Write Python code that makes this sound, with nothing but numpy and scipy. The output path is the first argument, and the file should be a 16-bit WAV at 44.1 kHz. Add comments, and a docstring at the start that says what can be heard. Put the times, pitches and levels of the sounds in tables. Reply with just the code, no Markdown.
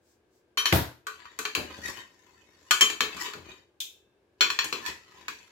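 """Two steel spoons toss roast potatoes in a metal oven tray, in a small kitchen.
Each clank shakes the sheet metal and rings the tray and both spoons; crossing handles ring thinly.
Stick-slip pulses make the spoons scrape along the tray floor, and potatoes tumble and land softly.
The tray bumps once on the hob, which booms, and there is one sharp, thin snap.
Behind it are two faint sleeve swishes and a steady room tone."""
import sys
import numpy as np
from scipy import signal
from scipy.fft import rfft, irfft, next_fast_len
from scipy.io import wavfile
from scipy.ndimage import uniform_filter1d

SR = 44100
rng = np.random.default_rng(int(sys.argv[2]) if len(sys.argv) > 2 else 0)


def generate_wav(sig):
    """Save sig (samples, or channels by samples) to the path in sys.argv[1] as 16-bit PCM at SR."""
    pcm = np.round(np.clip(np.atleast_2d(sig).T, -1, 1) * 32767).astype(np.int16)
    wavfile.write(sys.argv[1], SR, pcm)


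N = 242991
BLOW_TIME_S = np.arange(int(SR * .4), dtype=np.float32) / SR

# Spoon blows: (time [s], level [dB], place along wall [0-1], nominal tray t60 [s],
# knock trim [dB], clang trim [dB], first spoon trim [dB], second spoon trim [dB], treble trim [dB])
SPOON_BLOWS = [ (0.573, -14.5, .068, 0.35, -25, -3.5, -17.5, -17.5, -21.5),
               (0.656, -11.5, .06, 0.12, -30.5, -10, -16.5, -17, -23.5),
               (1.068, -28, .202, 0.26, -20.5, 10.5, -15, -37, -12.5),
               (1.254, -42.5, .06, 0.13, -32, 12.5, -10, -33, -30),
               (1.389, -23.5, .068, 0.2, -15, 3, -34, -38, -8),
               (1.452, -17.5, .43, 0.11, -23.5, -4, -15, -39, -25),
               (1.550, -13, .06, 0.2, -24, -9.5, -17, -42, -19),
               (2.709, -7.5, .332, 0.2, -28.5, 2.5, -8, -14, -13.5),
               (2.809, -7, .06, 0.3, -23.5, -19, .5, -24, -15),
               (2.900, -20, .066, 0.26, -19.5, -27, -6.5, -34, -16),
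               (3.006, -10, .062, 0.076, -22.5, -15, -12.5, -17.5, -23.5),
               (3.167, -29.5, .06, 0.68, -48, 4, -32, -36, -17),
               (3.335, -28.5, 0, 0.12, -17, 0.5, -26, -34, -24),
               (4.408, -7.5, 0.23, 0.27, -25, -1.5, -9, -7, -29),
               (4.502, -16, .402, 0.072, -31.5, -5, -18, -11.5, -23.5),
               (4.589, -11, .292, 0.082, -34.5, -12, -16.5, -11.5, -39),
               (4.643, -24, .066, 0.18, -16, -17, -19, -30, -8),
               (4.726, -17.5, .074, 0.029, -15.5, -34, -32, -12.5, -20.5),
               (4.862, -23.5, .068, 0.055, -28, -36, -40, -10, -14),
               (5.282, -21.5, .058, .095, -28, -.5, -35, -42, -22)]
# Spoon and tray floor modes: (frequency [Hz], level [dB], t60 [s])
FIRST_SPOON_MODES = [(3104, 0, .25), (3130, -2, .17), (3340, -14, .2), (5608, -10, .14), (6710, -11, .25),
                     (6848, -15, .18), (7230, -13, .22), (8702, -22, .26), (10985, -23, .15),
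                     (11990, -19, .15)]
SECOND_SPOON_MODES = [(2462, -7, .22), (3413, -6, .27), (4258, 0, .17), (4236, -5, .11), (5582, -8, .2),
                      (6675, -16, .22), (7300, -13, .2), (8200, -25, .18)]
FLOOR_MODES = [(338.8, -4.5, 0.18), (429.7, 2, .28)]
# Floor knock and contact crack spectra: (frequency [Hz], level [dB])
KNOCK_SPECTRUM = [(60, -15), (200, -11), (320, 1.5), (430, 0), (560, -8.5), (800, -11.5), (1400, -10),
                  (4000, -63.5)]
TREBLE_SPECTRUM = [(3000, -25.5), (7000, 8.5), (8300, 2), (9500, -9.5), (11500, 1), (13500, -7),
                   (15500, -8.5)]
def spoon_clanks():
    """Each contact cracks, shakes the sheet metal and rings the tray and both spoons."""
    out = np.zeros((2, N))
    metal = sheet_metal(ripple_db=7)
    swell = 1 - np.exp(-BLOW_TIME_S / 0.0005)  # ringing builds while the spoon chatters
    for time_s, db, place, t60_s, knock_db, clang_db, first_db, second_db, treble_db in SPOON_BLOWS:
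        sheet = unit_onset(burst(metal, t60_s / 2) + amp(5.5) * burst(metal, t60_s=0.023))
        knock = unit_onset(burst(KNOCK_SPECTRUM, t60_s=0.14, attack_s=0.0026)
                           + amp(-6) * ring(FLOOR_MODES))
        treble = unit_onset(burst(TREBLE_SPECTRUM, t60_s=0.043))
        impact = amp(-8) * sheet + amp(knock_db) * knock + amp(treble_db) * treble
        impact = reverberate(impact, kitchen_tail(), wet_db=-2)
        clang = amp(clang_db - 10) * unit_onset(ring(struck_tray_modes(place, t60_s)))
        first = amp(first_db - 0.5) * unit_onset(ring(FIRST_SPOON_MODES))
        second = amp(second_db + 2.5) * unit_onset(ring(SECOND_SPOON_MODES))
        add(out, time_s, amp(db - 8.5) * (impact + swell * (clang + first + second)))
    return out


# Sheet metal spectrum: (frequency [Hz], level [dB])
SHEET_SPECTRUM = [(200, -32.5), (750, -16.5), (1100, 4), (1600, 0), (2500, 3), (3500, 2.5), (4800, -4.5),
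                  (7200, -9), (8500, -43), (11000, -39)]
def sheet_metal(ripple_db):
    """The tray's crowded resonances, as random ripple on its broad spectrum."""
    hz = np.geomspace(200, 11000, 220)
    level_db = log_interp(SHEET_SPECTRUM, hz) + ripple_db * rng.standard_normal(len(hz))
    return np.transpose([hz, level_db])


# Tray wall modes: (frequency [Hz], level [dB], reference t60 [s])
TRAY_MODES = [(1030, -10, .2), (1135, -3, .25), (1219, -2, .22), (1285, -5, .2), (1402, 0, .24),
              (1470, 0, .22), (1525, -3, .22), (1870, -10, .16), (2080, -13, .15), (2400, -13, .2)]
def struck_tray_modes(place, t60_s, reference_t60_s=0.23):
    """A blow favours the modes that swing widely where it lands."""
    modes = []
    for half_waves, (hz, db, mode_t60_s) in enumerate(TRAY_MODES, start=4):
        coupling = 0.13 + abs(np.cos(np.pi * half_waves * place))
        modes.append((hz, db + 20 * np.log10(coupling), mode_t60_s * t60_s / reference_t60_s))
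    return modes


# Spoon-on-spoon contacts: (time [s], level [dB])
HANDLE_CONTACTS = [(0.575, -25), (0.654, -26.5)]
# Handle modes: (frequency [Hz], level [dB], t60 [s])
HANDLE_MODES = [(3112, 0, .2), (3811, -15, .24), (4242, -6, .12), (5865, -11, .25), (10764, -22, .24),
                (11601, -17, .2), (15213, -20, .2)]
def handle_rings():
    """The spoons cross and set their thin handles ringing."""
    out = np.zeros((2, N))
    swell = 1 - np.exp(-BLOW_TIME_S / 0.0061)
    for time_s, db in HANDLE_CONTACTS:
        add(out, time_s, amp(db) * unit_onset(ring(HANDLE_MODES) * swell))
    return out


# Spoon pushes: (peak time [s], rise [s], fall [s], level [dB], hiss trim [dB], tumble trim [dB])
SPOON_STROKES = [ (1.2, 0.11, 0.29, -50.5, -24, -19), (1.721, 0.19, 0.27, -44.5, -12, -3),
                 (1.885, 0.12, 0.057, -33.5, 0, -17), (1.994, 0.3, 0.06, -40.5, -7, -12),
                 (2.27, 0.097, .36, -65, -6.5, -5), (2.69, 0.3, 0.15, -59.5, -0.5, -22),
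                 (3.12, 0.038, 0.13, -40.5, -21, -26), (3.221, 0.1, 0.11, -35.5, 1.5, -41),
                 (3.265, 0.064, 0.096, -31, -14, -52), (3.50, 0.11, 0.1, -44, -15.5, -9),
                 (4.78, 0.038, 0.094, -40, -22, -14), (4.885, .11, 0.064, -34, -4.5, -10.5),
                 (5.182, 0.28, 0.25, -48.5, -9.5, -14.5), (5.38, 0.13, 0.6, -58.5, -2.5, -10.5)]
# Spoons rubbing in the food: (start [s], end [s])
RUB_SPANS = [(1.13, 3.58), (4.45, 7.7)]
def stroke_gains(drop_db=24, lift_s=0.079):
    """Scrape, hiss and tumble gains: each push swells and eases off over a light, steady rub."""
    t = np.arange(N) / SR
    in_food = sum(np.clip(np.minimum(t - start_s, end_s - t) / lift_s + 1, 0, 1)
                  for start_s, end_s in RUB_SPANS)
    power = np.outer(amp([-63, -68, -72]), in_food) ** 2
    for peak_s, rise_s, fall_s, db, hiss_db, tumble_db in SPOON_STROKES:
        push = amp(db - drop_db * np.maximum((peak_s - t) / rise_s, (t - peak_s) / fall_s))
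        power += np.outer([1, amp(hiss_db), amp(tumble_db)], push) ** 2
    return np.sqrt(power)


# Scraped tray resonances: (frequency [Hz], bandwidth [Hz], level [dB])
SCRAPE_RESONANCES = [(990, 95, -1), (1850, 350, -3.5), (2604, 150, -3.5), (2892, 35, -2), (3080, 60, -3),
                     (3412, 36, -4.5), (3750, 90, -6), (4170, 46, -6), (4470, 130, -8), (4770, 190, -11.5),
                     (6540, 20, -21), (6410, 77, -8), (7090, 29, -31.5), (7380, 47, -10)]
# Scrape hiss spectrum: (frequency [Hz], level [dB])
HISS_SPECTRUM = [(2500, -29.5), (5000, 3.5), (6000, 2.5), (7300, 3), (9300, -21), (11000, -7),
                 (15500, -15.5)]
def spoon_scrapes():
    """A dragged spoon's slips ring the tray floor; potatoes roll ahead of it."""
    scrape_gain, hiss_gain, tumble_gain = stroke_gains()
    grit = moving_contact(stick_slip(rate_hz=600, spread_db=3.3), depth_db=5.5)
    metal = unit_rms(filtered(grit, lambda hz: resonances(SCRAPE_RESONANCES, hz)))
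    scrape = scrape_gain * (amp(-3) * metal + amp(-23) * coloured(grit, KNOCK_SPECTRUM))
    hiss = amp(-4) * hiss_gain * coloured(grit, HISS_SPECTRUM)
    tumble = tumble_gain * coloured(stick_slip(rate_hz=60, spread_db=2), POTATO_SPECTRUM)
    return reverberate(scrape + hiss + tumble, kitchen_tail(), wet_db=-3.5)


def stick_slip(rate_hz, spread_db, rub_gain=.4):
    """Irregular friction pulses of uneven size over a smooth rub."""
    slips = rng.random(N) < rate_hz / SR
    sizes = amp(spread_db * np.minimum(rng.exponential(size=N), 4))
    pulses = unit_rms(slips * sizes * rng.choice([-1, 1], (2, N)))
    return diffuse(pulses + rub_gain * rng.standard_normal((2, N)))


def moving_contact(x, depth_db):
    """The moving contact favours changing resonances: random gain over frequency and time."""
    spectra = signal.stft(x, nperseg=1024)[2]
    patches = uniform_filter1d(rng.standard_normal(spectra.shape[1:]), size=3, axis=0)
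    patches = unit_rms(uniform_filter1d(patches, size=4, axis=1))
    return unit_rms(signal.istft(spectra * amp(depth_db * patches), nperseg=1024)[1][:, :N])


# Potato landings: (time [s], level [dB])
POTATO_LANDINGS = [(1.573, -37), (3.03, -47.5), (3.146, -49), (3.35, -48.5), (4.441, -54), (4.652, -53),
                   (4.74, -56.5), (4.79, -53.5)]
# Potato thud and tumble spectrum: (frequency [Hz], level [dB])
POTATO_SPECTRUM = [(30, -31.5), (75, 1), (150, -3.5), (230, -4.5), (330, 2.5), (500, -5.5), (900, -10.5),
                   (3000, -34)]
def potato_thuds():
    """Soft potatoes drop onto the tray floor."""
    out = np.zeros((2, N))
    for time_s, db in POTATO_LANDINGS:
        thud = burst(POTATO_SPECTRUM, t60_s=0.22, attack_s=0.0012)
        add(out, time_s, amp(db) * unit_onset(reverberate(thud, kitchen_tail(), wet_db=0.5)))
    return out


# Hob modes: (frequency [Hz], level [dB], t60 [s])
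HOB_MODES = [(75, 2, .27), (88, 7.5, .17), (121, 0, .35), (152, 2, .26), (188, -1, .25), (262, -7, .15),
             (303, -8, .45), (328, 3, .17), (452, -20, .24), (553, -4.5, .2), (736, -4, .2),
             (780, 3.5, .11)]
# Tray-on-hob clack spectrum: (frequency [Hz], level [dB])
CLACK_SPECTRUM = [(45, -33.5), (88, -1), (150, -22), (222, -11.5), (303, -8.5), (354, -12.5), (805, -15.5),
                  (905, -15), (1830, -19.5), (2400, -23), (3840, -23), (9260, -35), (14200, -24.5),
                  (16000, -66.5)]
def hob_bump(time_s=0.725, radiation_cutoff_hz=68):
    """The loaded tray knocks on the hob, which booms; a brief hiss follows as it slides."""
    out = np.zeros((2, N))
    tail = kitchen_tail()
    boom = ring(HOB_MODES, scatter_db=1.5) * (1 - np.exp(-BLOW_TIME_S / 0.0036))
    boom = highpass(boom, radiation_cutoff_hz, order=5)
    clack = burst(CLACK_SPECTRUM, t60_s=0.21) + amp(1.5) * burst(CLACK_SPECTRUM, t60_s=0.0055)
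    contact = burst([(250, -16.5), (800, 1), (3000, 2), (7000, -20), (11000, -45.5)], t60_s=0.04)
    slide = burst([(6000, -27), (11000, -2), (14000, -0.5)], t60_s=0.22, attack_s=.02)
    add(out, time_s, amp(-20.5) * unit_onset(reverberate(boom, tail, wet_db=-22)))
    add(out, time_s, amp(-23) * unit_onset(reverberate(clack, tail, wet_db=1.5)))
    add(out, time_s, amp(-25) * unit_onset(contact))
    add(out, time_s + 0.012, amp(-31) * unit_onset(slide))
    return out


# Snap spectrum: (frequency [Hz], level [dB])
SNAP_SPECTRUM = [(410, -70), (700, -44), (922, -28), (1080, -33), (1480, -23), (2000, -27), (2530, -10),
                 (2770, -10.5), (3550, 0), (4380, -15), (7010, -10), (9480, -21), (14600, -13),
                 (16000, -20)]
def snap(time_s=3.803):
    """A thin, very short snap that leaves a faint ring."""
    out = np.zeros((2, N))
    crack = burst(SNAP_SPECTRUM, t60_s=0.1) + amp(-7) * burst(SNAP_SPECTRUM, t60_s=0.15)
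    crack = unit_onset(reverberate(crack, kitchen_tail(), wet_db=-3))
    ringing = ring([(2660, -12.5, 0.9), (3219, 9.5, 0.32), (3580, -4, 0.66), (5650, -6, 0.43)])
    add(out, time_s, amp(-33.5) * crack + amp(-49.5) * ringing)
    return out


# Sleeve swishes: (peak time [s], half-width [s], level [dB])
SLEEVE_SWISHES = [(0.103, 0.066, -69.5), (0.365, 0.051, -72.5)]
def sleeve():
    """Cloth brushes faintly as the arm reaches out."""
    t = np.arange(N) / SR
    envelope = sum(amp(db) * np.exp(-((t - peak_s) / half_s) ** 2)
                   for peak_s, half_s, db in SLEEVE_SWISHES)
    cloth_spectrum = [(1000, -9), (3000, -11), (5000, -2), (8000, -2), (9500, -13), (15000, -8)]
    return envelope * coloured(rng.standard_normal((2, N)), cloth_spectrum)


# Kitchen decay: (frequency [Hz], t60 [s])
KITCHEN_DECAY = [(80, .35), (400, 0.31), (1500, 0.35), (4000, 0.33), (8000, 0.33), (15000, 0.29)]
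def kitchen_tail():
    """Room impulse response of about unit energy: diffuse noise, decaying band by band."""
    hz, t, spectra = signal.stft(rng.standard_normal((2, len(BLOW_TIME_S))), SR, nperseg=256)
    decay = amp(-60 * t / log_interp(KITCHEN_DECAY, hz)[:, None])
    tail = signal.istft(spectra * decay, SR, nperseg=256)[1][:, :len(BLOW_TIME_S)]
    tail = diffuse(tail * (1 - np.exp(-BLOW_TIME_S / 0.0035)))
    return tail / np.linalg.norm(tail[0])


# Background spectrum: (frequency [Hz], level [dB])
ROOM_SPECTRUM = [(15, -60), (25, -26.5), (87, -7.5), (120, -12), (149, -22.5), (190, -14), (256, -15),
                 (363, -5.5), (641, -17.5), (1070, -23), (1440, -27), (1610, -18.5), (1940, -31),
                 (2110, -26.5), (16000, -48)]
def room_tone():
    """The kitchen's faint, steady background."""
    return amp(-68.5) * coloured(diffuse(rng.standard_normal((2, N))), ROOM_SPECTRUM)


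# Diffuse field: (frequency [Hz], left-right coherence [0-1])
STEREO_COHERENCE = [(100, 0.96), (250, 0.88), (600, 0.7), (1500, 0.16), (4000, 0.0022), (12000, 0)]
def stereo_angle_rad(hz):
    """Mid-side angle: channels alike in the bass, unrelated in the treble."""
    return np.arccos(np.clip(log_interp(STEREO_COHERENCE, hz), -1, 1)) / 2


def diffuse(pair):
    """Mix two unrelated signals into a diffuse stereo field."""
    mid = filtered(pair[0], lambda hz: np.cos(stereo_angle_rad(hz)))
    side = filtered(pair[1], lambda hz: np.sin(stereo_angle_rad(hz)))
    return np.array([mid + side, mid - side])


def ring(modes, scatter_db=0.0):
    """Struck modes (frequency [Hz], level [dB], t60 [s]), drifting in phase in each channel."""
    hz, db, t60_s = np.array(modes, np.float32).T[:, :, None]
    db = db + scatter_db * rng.standard_normal(db.shape, dtype=np.float32)
    envelopes = amp(db - 60 * BLOW_TIME_S / t60_s)
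    angle_rad = stereo_angle_rad(hz) * rng.choice([-1, 1], hz.shape)
    start_rad = np.array([angle_rad, -angle_rad]) + np.pi * rng.integers(2, size=hz.shape)
    drift_rad = np.float32(angle_rad) * phase_drift(len(hz))
    return (envelopes * np.sin(2 * np.pi * hz * BLOW_TIME_S + np.float32(start_rad) + drift_rad)).sum(1)


def phase_drift(mode_count, rate_hz=70):
    """Random drift per channel and mode, growing as reflections take over."""
    knots = np.arange(BLOW_TIME_S[-1] * rate_hz + 1, dtype=np.float32)[:, None]
    weights = np.maximum(0, 1 - abs(BLOW_TIME_S * rate_hz - knots))
    drift = rng.standard_normal((2, mode_count, len(knots)), dtype=np.float32) @ weights
    return drift * (1 - np.exp(-BLOW_TIME_S / .02))


def burst(spectrum, t60_s, attack_s=0.00036):
    """Countless overlapping modes dying together, as shaped noise."""
    noise = diffuse(rng.standard_normal((2, len(BLOW_TIME_S))))
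    envelope = amp(-60 * BLOW_TIME_S / t60_s) * (1 - np.exp(-BLOW_TIME_S / attack_s))
    return coloured(noise, spectrum) * envelope


def resonances(modes, hz):
    """Response of damped resonators of alternating polarity."""
    return sum((-1) ** k * amp(db) * 1j * hz * width_hz / (mode_hz ** 2 - hz ** 2 + 1j * hz * width_hz)
               for k, (mode_hz, width_hz, db) in enumerate(modes))


def reverberate(x, tail, wet_db):
    """Direct sound plus reflections."""
    return x + amp(wet_db) * signal.fftconvolve(x, tail, axes=1)[:, :x.shape[1]]


def coloured(x, spectrum):
    """Shape x by (frequency [Hz], level [dB]) points, at rms 1."""
    return unit_rms(filtered(x, lambda hz: amp(log_interp(spectrum, hz))))


def filtered(x, response):
    """Apply a frequency response by FFT."""
    length = x.shape[-1]
    padded = next_fast_len(length + 4096)
    return irfft(rfft(x, padded) * response(np.fft.rfftfreq(padded, 1 / SR)), padded)[..., :length]


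def highpass(x, cutoff_hz, order):
    return signal.sosfilt(signal.butter(order, cutoff_hz, "highpass", fs=SR, output="sos"), x)


def log_interp(points, hz):
    points_hz, values = np.transpose(points)
    return np.interp(np.log(hz + 1), np.log(points_hz + 1), values)


def amp(db):
    return np.exp(np.asarray(db) * float(np.log(10) / 20))


def unit_rms(x):
    return x / np.sqrt(np.mean(x ** 2) + 1e-20)


def unit_onset(x):
    """Scale to rms 1 over the first 40 ms."""
    return x / np.sqrt(np.mean(x[:, :SR // 25] ** 2))


def add(track, time_s, x):
    part = track[:, round(time_s * SR):][:, :x.shape[1]]
    part += x[:, :part.shape[1]]


def scene():
    """Stereo mix, with the tray a little to the left."""
    tray = spoon_clanks() + handle_rings() + spoon_scrapes() + potato_thuds()
    around = hob_bump() + snap() + sleeve() + room_tone()
    return tray * amp([[1.8], [-1.8]]) + around * amp([[1], [-1]])


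def record(dry):
    """Cut the deepest bass, round the tallest peaks and limit the band."""
    ceiling, top_hz = .95, 15900
    trimmed = highpass(dry, cutoff_hz=42, order=6)
    rounded = trimmed / (1 + (trimmed / ceiling) ** 4) ** .25
    return filtered(rounded, lambda hz: 1 / np.sqrt(1 + (hz / top_hz) ** 120))


dry = scene()
out = record(dry)
generate_wav(out)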